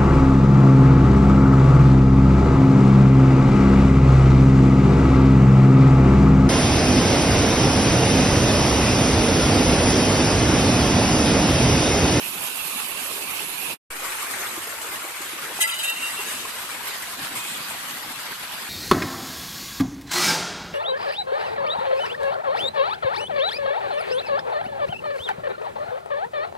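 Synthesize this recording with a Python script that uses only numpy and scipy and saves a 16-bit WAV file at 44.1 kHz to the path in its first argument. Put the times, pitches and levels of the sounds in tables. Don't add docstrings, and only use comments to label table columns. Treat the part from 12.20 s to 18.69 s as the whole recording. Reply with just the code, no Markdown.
import sys
import numpy as np
from scipy import signal
from scipy.fft import rfft, irfft
from scipy.io import wavfile
from scipy.ndimage import uniform_filter1d

SR = 44100
rng = np.random.default_rng(int(sys.argv[2]) if len(sys.argv) > 2 else 0)


def output_pcm(signal):
    pcm = np.clip(np.atleast_2d(signal).T, -1, 1) * 32767
    wavfile.write(sys.argv[1], SR, np.round(pcm).astype(np.int16))


N = 286195
TIME = np.arange(N) / SR

# fade_s, gone_s, return_s, full_s
SILENCE_S = (1.533, 1.585, 1.702, 1.706)
# (per Hz, relative)
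RUSH_SECOND = [(25, -38), (70, -4), (230, -10), (345, 1.5), (450, -2.5), (800, 1), (1100, 4.5), (2200, 3.5),
               (3500, -2), (5500, -3), (8400, 4), (10100, 1), (11900, 4), (15000, -11)]
# settled_hz, level_db (relative), t60_s, sharp_share (early excess of pitch),
# lead_turns (left ear ahead of right)
PLATE = [(614, -9.5, 0.31, 0.0019, 0.37), (896, -13.5, 0.22, 0, 0.13), (1344, -4, 0.13, 0, .22),
         (1677, 1, .09, 0.011, 0.22), (1920, -4.5, 0.13, .044, -0.31), (2480, -2, 0.049, 0.015, -0.26),
         (2656, 0, 0.084, 0, 0), (2755, -7, .3, 0.007, -0.12), (2880, -1, 0.26, 0.016, -0.075),
         (3124, -2.5, 0.13, 0.0072, -0.28), (3560, -4, .12, 0, -0.34), (3770, 4, .12, 0.023, -0.36),
         (4820, -4, 0.13, .007, -0.057), (6580, -10, .08, 0.023, 0.42), (6940, -3, 0.077, 0, 0.0092),
         (7750, 0.5, .05, 0.0042, 0.24), (8100, 0, 0.062, 0, -0.32), (8780, -1, .05, 0, 0.15),
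         (9470, 0.5, 0.061, 0, -.2), (10080, -2, .04, 0, 0.016), (11680, -2, .05, 0, 0.12),
         (12200, 2, 0.045, 0, -0.28)]
# (per Hz, relative)
GRIT = [(300, -25), (1200, -9), (2100, -17), (2900, 5), (3450, -12), (4200, -14), (6300, -7), (8000, -5),
        (10000, -5), (12000, -8), (15000, -25)]
# peak_s, level_db (relative), decay_s, tilt_db (per octave)
SCRAPES = [(3.416, -8, 0.023, 3.5), (3.476, -19, 0.0081, 1), (3.496, -23.5, 0.025, -1.5),
           (3.541, -22, 0.0085, -1), (3.594, -24.5, 0.024, -3), (3.635, -22, 0.018, 0.5),
           (3.679, -26, 0.0072, 1), (3.698, -23.5, 0.0066, 0)]
# peak_s, level_db (relative), rise_s, decay_s
RUBS = [(3.5, -29.5, 0.033, 0.2), (3.88, -34, 0.12, 0.14), (4.115, -33, 0.051, 0.15)]
SCRAPE_RISE = 0.44


def amp(db):
    return 10 ** (np.asarray(db) / 20)


def evened(x):
    return x / np.sqrt(np.mean(x ** 2) + 1e-20)


def read(points, hz):
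    f, value = np.transpose(points)
    return np.interp(np.log(hz + 1), np.log(f + 1), value)


def add(mix, s, sound):
    part = mix[..., max(round(s * SR), 0):][..., :sound.shape[-1]]
    part += sound[..., :part.shape[-1]]


def coloured(x, points):
    size = 2 ** 19
    gain = amp(read(points, np.fft.rfftfreq(size, 1 / SR)))
    return irfft(rfft(x, size) * gain)[..., :N]


def drift(shape, size):
    x = rng.standard_normal(shape)
    for axis, width in enumerate(size):
        for _ in range(2):
            x = uniform_filter1d(x, width, axis, mode="wrap")
    return evened(x)


def short_spectra(x):
    return signal.stft(x, nperseg=512, noverlap=384)[2].swapaxes(-1, -2)


def swell(s, rise_s, decay_s, t=TIME):
    exponent = np.where(t < s, ((t - s) / rise_s) ** 2, (t - s) / decay_s)
    return np.exp(-np.minimum(exponent, 60))


def flutter(shape, width_hz):
    pole = np.exp(-np.pi * abs(width_hz) / SR)
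    z = rng.standard_normal(shape) + 1j * rng.standard_normal(shape)
    for _ in range(2):
        z = signal.lfilter([1 - pole], [1, -pole], z)
    return z / np.sqrt(np.mean(abs(z) ** 2) / 2)


def at_ears(lead_turns):
    return np.exp(2j * np.pi * np.array([[lead_turns], [0]]))


def mode_pitch(hz, sharp_share, t):
    # unused_s, drop_s
    drop_s = (3.8, 3.63)
    return hz * (1 + sharp_share * np.interp(t, drop_s, [1, 0]))


def singing(hz, t, chatter_db, lead_turns, waver_hz=11, judder_db=2.4):
    chatter_hz = 110
    turns = np.cumsum(hz + waver_hz * drift(t.shape, (90,))) / SR
    rough = amp(chatter_db) * flutter((2, len(t)), 2 * chatter_hz) / np.sqrt(2)
    strength = amp(judder_db * drift(t.shape, (200,))) + rough
    return evened((strength * np.exp(2j * np.pi * turns) * at_ears(lead_turns)).real)


def bubbles(low_hz, high_hz, per_s, cycles, spread_db, glide, count=48):
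    out = np.zeros((2, N))
    for hz in np.geomspace(low_hz, high_hz, count):
        age = np.arange(int(5 * cycles * SR / hz) + 2) * hz / SR / cycles
        envelope = np.exp(-age) * (1 - np.exp(-8 * age))
        ring = envelope * np.sin(2 * np.pi * cycles * age * (1 + glide * age))
        when, size, place, alive = rng.random((4, 1024))
        keep = alive < per_s * N / SR / count / len(alive)
        gain = hz * amp(spread_db * np.minimum(-np.log(size[keep]), 3.3))
        at = (when[keep] * N).astype(int)[:, None] + np.arange(len(ring))
        pan = np.pi * place[keep]
        for channel, side in enumerate([np.cos(pan), np.sin(pan)]):
            rings = np.outer(gain * side, ring)
            out[channel] += np.bincount(at.ravel(), rings.ravel(), N)[:N]
    return evened(out)


def foam(patch_db=3.0, clump_db=2.5, flicker_db=0.73, drops_db=-4, fizz_db=-8.5, gurgle_db=-6, plinks_db=-15):
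    z = short_spectra(rng.standard_normal((2, N)))
    clumps = clump_db * drift(z.shape[1:], (11, 2))
    patches = patch_db * np.minimum(drift(z.shape, (1, 13, 3)), 2)
    z = z * amp(patches + np.minimum(clumps, 2 * clump_db))
    drops = bubbles(1630, 17000, per_s=3600, cycles=0.71, spread_db=1.5, glide=0.029)
    fizz = bubbles(900, 12000, per_s=2000, cycles=14, spread_db=2.6, glide=0.008)
    gurgle = bubbles(180, 1800, per_s=260, cycles=5, spread_db=3.4, glide=0.02)
    gurgle = gurgle * np.sqrt(1800 / (SR / 2))
    plinks = bubbles(600, 3800, per_s=130, cycles=20, spread_db=2.6, glide=0.012)
    rings = amp(drops_db) * drops + amp(fizz_db) * fizz
    rings = rings + amp(gurgle_db) * gurgle + amp(plinks_db) * plinks
    z = z + short_spectra(rings)
    return z * amp(flicker_db * drift(z.shape[1:2], (6,)))[:, None]


def rush(z, colour, side, same, level_db):
    # from_hz, to_hz
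    flow_bands = [(150, 600), (700, 2500), (6500, 14000)]
    # time_s, splash_db, spray_db (relative)
    flow = [(0, -37, -32.5), (.25, -35.5, -31), (1.5, -36, -32.5), (1.72, -35.5, -36.5),
            (1.88, -32.5, -32.5), (2.24, -32.5, -33.5), (2.42, -34.5, -35), (3.3, -35, -36.5),
            (3.55, -31.5, -31.5), (3.86, -34, -35.5), (4.12, -34.5, -34.5), (4.4, -35.5, -36),
            (5.0, -36, -37), (5.35, -35.5, -36.5), (5.85, -36, -37.5), (6.47, -36.5, -38.5)]
    # time_s, level_db (relative)
    churn = [(0, -45), (.8, -45.5), (1.5, -44), (1.72, -46), (2.25, -45), (2.9, -48), (3.36, -46.5),
             (3.47, -47.5), (4.1, -47), (5.9, -47), (6.47, -52)]
    # crest_s, lift_db (before each band's share)
    crests = [(.01, 1.5), (.23, 1.5), (.58, 1.5), (1.2, 2), (1.86, 2.5), (2.22, 2.5), (2.75, 2.5),
              (3.13, 1), (3.25, 2.5), (4.68, 4), (5.06, 4)]
    surge_shares = (1.24, 0.8, 1)
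    # churn_db, splash_db, spray_db
    slosh_rms_db = (0.03, 0.06, 0.54)

    hz, t = np.linspace(0, SR / 2, z.shape[2]), np.linspace(0, N / SR, z.shape[1])
    coherence = np.clip(read(same, hz), -1, 1)
    ears = amp(np.array([read(side, hz), -read(side, hz)]) / 2)
    ears = ears / np.sqrt(np.mean(ears ** 2, 0)) * amp(read(colour, hz))
    right = coherence * z[0] + np.sqrt(1 - coherence ** 2) * z[1]
    z = np.array([z[0], right]) * ears[:, None]
    power = np.mean(abs(z) ** 2, (0, 1)) * 4 / 3

    s, splash, spray = np.transpose(flow)
    levels = [np.interp(t, *np.transpose(churn)), np.interp(t, s, splash), np.interp(t, s, spray)]
    surge_db = sum(db * swell(crest, 0.034, 0.021, t) for crest, db in crests)
    zones = [[(450, 1), (850, 0)], [(450, 0), (850, 1), (2600, 1), (6500, 0)], [(2600, 0), (6500, 1)]]
    gain_db = level_db
    for level, share, slosh_db, (lo, hi), zone in zip(levels, surge_shares, slosh_rms_db, flow_bands, zones):
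        wanted_db = level + share * surge_db + slosh_db * drift(t.shape, (20,))
        present_db = 10 * np.log10(power[(hz > lo) & (hz < hi)].sum())
        gain_db = gain_db + np.outer(wanted_db - present_db, read(zone, hz))
    return signal.istft((z * amp(gain_db)).swapaxes(1, 2), nperseg=512, noverlap=384)[1][:, :N]


def return_step(level_db=-41, rise_s=0.0032, decay_s=0.1):
    return amp(level_db) * swell(SILENCE_S[3], rise_s, decay_s)


def gulps(level_db=-1, decay_s=0.0051, rise_s=0.0041, glide_per_s=0.37):
    # start_s, level_db (relative), pitch_hz (at the start)
    pockets = [(0.556, -30, 228), (1.204, -29, 860), (1.212, -32, 409), (2.236, -31.5, 805),
               (2.377, -24, 332), (2.471, -28, 455), (2.842, -31, 335), (2.874, -28.5, 780),
               (3.004, -30, 348), (3.131, -28, 340), (3.155, -34, 270), (3.992, -27, 390),
               (5.903, -31.5, 262)]
    out, t = np.zeros(N), np.arange(SR // 8) / SR
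    envelope = (1 - np.exp(-t / rise_s)) * np.exp(-t / decay_s)
    for s, db, hz in pockets:
        tone = 2 * np.sin(2 * np.pi * hz * t * (1 + glide_per_s * t))
        add(out, s, amp(db + level_db) * envelope * tone)
    return out


def glugs(level_db=-3.0, rise_s=0.0063, decay_s=0.016, spread=0.3, apart=0.61):
    # peak_s, level_db (relative), pitch_hz
    clusters = [(.602, -31.5, 1233), (1.858, -30.5, 1144), (2.03, -28, 1150), (2.232, -35, 2250),
                (2.527, -32, 1380), (3.256, -29, 1764), (3.854, -35, 1440), (4.253, -29.5, 1106),
                (4.609, -32.5, 993), (4.836, -30.5, 1930), (5.163, -30, 2170), (5.51, -32, 998)]
    out, t = np.zeros((2, N)), np.arange(-SR // 40, SR // 10) / SR
    shape = swell(0, rise_s, decay_s, t)
    for s, db, hz in clusters:
        z = flutter((3, len(t)), spread * hz)
        ring = ((z[0] + apart * z[1:]) * np.exp(2j * np.pi * hz * t)).real
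        add(out, s + t[0], amp(db + level_db) * np.sqrt(np.mean(shape ** 2)) * evened(shape * ring))
    return out


def slaps(level_db=-1, rise_s=0.0017, decay_s=0.028):
    # peak_s, level_db (relative)
    bursts = [(2.025, -29.5), (2.112, -28), (2.616, -29.5), (3.017, -29), (4.822, -30.5), (5.155, -28),
              (5.506, -37)]
    spatter = evened(coloured(rng.laplace(size=(2, N)), RUSH_SECOND))
    return amp(level_db) * spatter * sum(amp(db) * swell(s, rise_s, decay_s) for s, db in bursts)


def sprinkle():
    # (per Hz, relative)
    droplets = [(1000, -23), (2400, 0), (3300, 3), (5500, -17), (6500, -15), (7000, 4), (7600, -1),
                (8100, 5), (8750, 4), (9700, -10), (11800, -5), (15000, -22)]
    # peak_s, level_db, rise_s, decay_s
    handfuls = [(5.172, -32, 0.01, 0.079), (5.315, -34, 0.058, 0.05), (5.505, -34.5, 0.017, 0.036)]
    # level_db, pitch_hz, decay_s
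    ting = (-38, 2500, 0.23)
    db, hz, decay_s = ting
    s, _, rise_s, _ = handfuls[0]
    shimmer = evened(coloured(rng.laplace(size=(2, N)), droplets))
    landing = sum(amp(level) * swell(at, up, down) for at, level, up, down in handfuls)
    tone = singing(hz, TIME, chatter_db=-14, lead_turns=0.32)
    return landing * shimmer + amp(db) * swell(s, rise_s, decay_s) * tone


def knock(rise_s=0.00035, decay_s=0.0027):
    # peak_s, level_db (relative), pitch_hz
    contact = (3.391, -27.5, 820)
    s, db, hz = contact
    return amp(db) * swell(s, rise_s, decay_s) * 2 * np.sin(2 * np.pi * hz * (TIME - s))


def rubbing(level_db=-4):
    push = sum(amp(db) * swell(s, rise_s, decay_s) for s, db, rise_s, decay_s in RUBS)
    return amp(level_db) * push * evened(coloured(rng.standard_normal((2, N)), GRIT))


def squeals(level_db=-1.0):
    # peak_s, level_db (relative), settled_hz, decay_s
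    catches = [(3.416, -14, 1935, 0.014), (3.445, -11.5, 1935, .02), (3.449, -24, 3770, .015),
               (3.475, -23, 1345, .045), (3.497, -18.5, 3090, 0.011), (3.515, -27, 4765, .015),
               (3.526, -20.5, 3770, 0.011), (3.535, -28, 1930, 0.018), (3.548, -24, 2894, .04),
               (3.605, -20.5, 3090, .012), (3.652, -23.5, 2752, .022), (3.68, -26.5, 3770, .05),
               (3.696, -17.5, 2758, .028), (3.77, -27, 2755, .035), (3.837, -28, 2762, .05),
               (3.89, -39, 1930, .06), (3.991, -31, 2758, 0.041)]
    rise_share, chatter_db = 0.6, -14
    twin_ratio, twin_db = 1.045, -11.5
    linger_db, linger_s = -12, 0.12
    out = np.zeros((2, N))
    for s, db, hz, decay_s in catches:
        *_, sharp_share, lead_turns = min(PLATE, key=lambda mode: abs(mode[0] - hz))
        rise_s = rise_share * decay_s
        t = s - 3 * rise_s + np.arange(SR * 3 // 4) / SR
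        pitch = mode_pitch(hz, sharp_share, t)
        linger = amp(linger_db) * swell(s, rise_s, linger_s, t)
        shape = np.maximum(swell(s, rise_s, decay_s, t), linger)
        twin = amp(twin_db) * singing(pitch * twin_ratio, t, chatter_db, lead_turns)
        tone = singing(pitch, t, chatter_db, lead_turns) + twin
        add(out, t[0], amp(db + level_db) * shape * tone)
    return out


def plate(level_db=-1, uneven_db=5.0, bend=0.0034, rub_db=-3, apart=0.82):
    # from_s, to_s
    span_s = (3.35, 4.8)
    out, t = np.zeros((2, N)), np.arange(*span_s, 1 / SR)
    push = sum(amp(db) * swell(s, SCRAPE_RISE * decay_s, decay_s, t) for s, db, decay_s, _ in SCRAPES)
    push = push + sum(amp(db + rub_db) * swell(s, rise_s, decay_s, t) for s, db, rise_s, decay_s in RUBS)
    total = np.sqrt(sum(amp(db) ** 2 for _, db, *_ in PLATE))
    for hz, db, t60_s, sharp_share, lead_turns in PLATE:
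        pole = np.exp(-np.log(1000) / t60_s / SR)
        pitch = mode_pitch(hz, sharp_share, t) * (1 + bend * drift(t.shape, (900,)))
        turn = np.exp(2j * np.pi * np.cumsum(pitch) / SR)
        grit = evened(rng.standard_normal(len(t)) + apart * rng.standard_normal((2, len(t))))
        slips = push * grit * amp(uneven_db * np.minimum(drift(t.shape, (1300,)), 1))
        ring = turn * signal.lfilter([np.sqrt(2 * (1 - pole ** 2))], [1, -pole], slips * turn.conj())
        add(out, t[0], amp(db + level_db) / total * (ring * at_ears(lead_turns)).real)
    return out


def grating(level_db=0, grain_db=-3.0, clatter_db=3.5, t60_s=0.039, count=110):
    out, t = np.zeros((2, N)), np.arange(-SR // 25, SR // 6) / SR
    age_s = np.arange(SR // 25) / SR
    for s, db, decay_s, tilt_db in SCRAPES:
        push = amp(db + level_db) * swell(0, SCRAPE_RISE * decay_s, decay_s, t)
        uneven_db = grain_db * drift(t.shape, (12,)) + clatter_db * drift(t.shape, (110,))
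        slips = push * rng.standard_normal((2, len(t))) * amp(uneven_db)
        hz = 500 + 14500 * (np.arange(count) + rng.random(count)) / count
        phase = np.exp(2j * np.pi * rng.random((2, count)))
        strength = amp(read(GRIT, hz) + tilt_db * np.log2(hz)) * phase
        ring = (strength @ np.exp(2j * np.pi * np.outer(hz, age_s))).real * amp(-60 * age_s / t60_s)
        rattle = evened(signal.fftconvolve(slips, ring, axes=1)[:, :len(t)])
        add(out, s + t[0], np.sqrt(np.mean(push ** 2)) * rattle)
    return out


def scene():
    # (per Hz, relative)
    rush_first = [(25, -21), (80, -13), (250, -3), (550, -3.5), (1000, 4.5), (1900, -1.5), (2650, 9),
                  (3150, 3), (4500, -0.5), (5700, -4.5), (8000, -0.5), (11600, 5), (13500, -0.5),
                  (15000, -8.5)]
    rush_late = [(25, -36), (80, -13), (230, -3.5), (340, -9.5), (630, -4.5), (1030, 3), (2500, 0.5),
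                 (4300, 0), (5900, -6), (8200, -3), (10100, -5.5), (11800, 0.5), (15000, -15)]
    # freq_hz, level_db
    side_first = [(300, -0.5), (1000, 1), (1500, -6), (2000, 0.5), (2650, -12.5), (3300, -3), (6000, 0),
                  (8500, -3.5), (10000, -11), (11800, -19.5), (15000, -9.5)]
    side_second = [(300, 0), (1100, 0), (2000, 4.5), (3200, -1), (4600, -5), (6800, 6), (8500, 3.5),
                   (10200, -2), (11700, -7), (15000, 0.5)]
    # freq_hz, coherence [-1 to 1]
    same_first = [(60, 0.49), (130, 1), (290, 0.78), (640, 0.26), (1410, 0.14), (3100, -0.24), (6820, 0.11)]
    same_second = [(60, 0.92), (130, 1), (290, 0.94), (640, 0.51), (1410, 0.36), (3100, 0), (15000, 0.03)]
    # from_s, to_s
    move_s = (1.75, 5.8)

    z = foam()
    first = rush(z, rush_first, side_first, same_first, level_db=-0.17)
    second = rush(z, RUSH_SECOND, side_second, same_second, level_db=-0.8)
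    late = rush(z, rush_late, side_second, same_second, level_db=-0.34)
    moving = second + (late - second) * np.interp(TIME, move_s, [0, 1])
    fade_out = np.interp(TIME, SILENCE_S[:2], [1, 0]) ** 3
    fade_in = np.interp(TIME, SILENCE_S[2:], [0, 1])
    water = first * fade_out + moving * fade_in
    water = water + gulps() + glugs() + slaps() + return_step()
    steel = knock() + grating() + plate() + rubbing() + squeals() + sprinkle()
    return water + steel


def record(dry, threshold_db=-26, recover_db_per_s=50):
    edge_hz = 15150
    power_db = 10 * np.log10(abs(uniform_filter1d((dry ** 2).mean(0), size=500)) + 1e-12)
    fall_db = TIME * recover_db_per_s
    held_db = np.maximum.accumulate(power_db + fall_db) - fall_db
    over_db = np.maximum(held_db - threshold_db, 0)
    ducked = dry / amp(uniform_filter1d(over_db, size=400) / 2)
    lowpass = signal.firwin(511, edge_hz, window=("kaiser", 9), fs=SR)
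    return signal.oaconvolve(ducked, lowpass[None], "same")


dry = scene()
out = record(dry)
output_pcm(out)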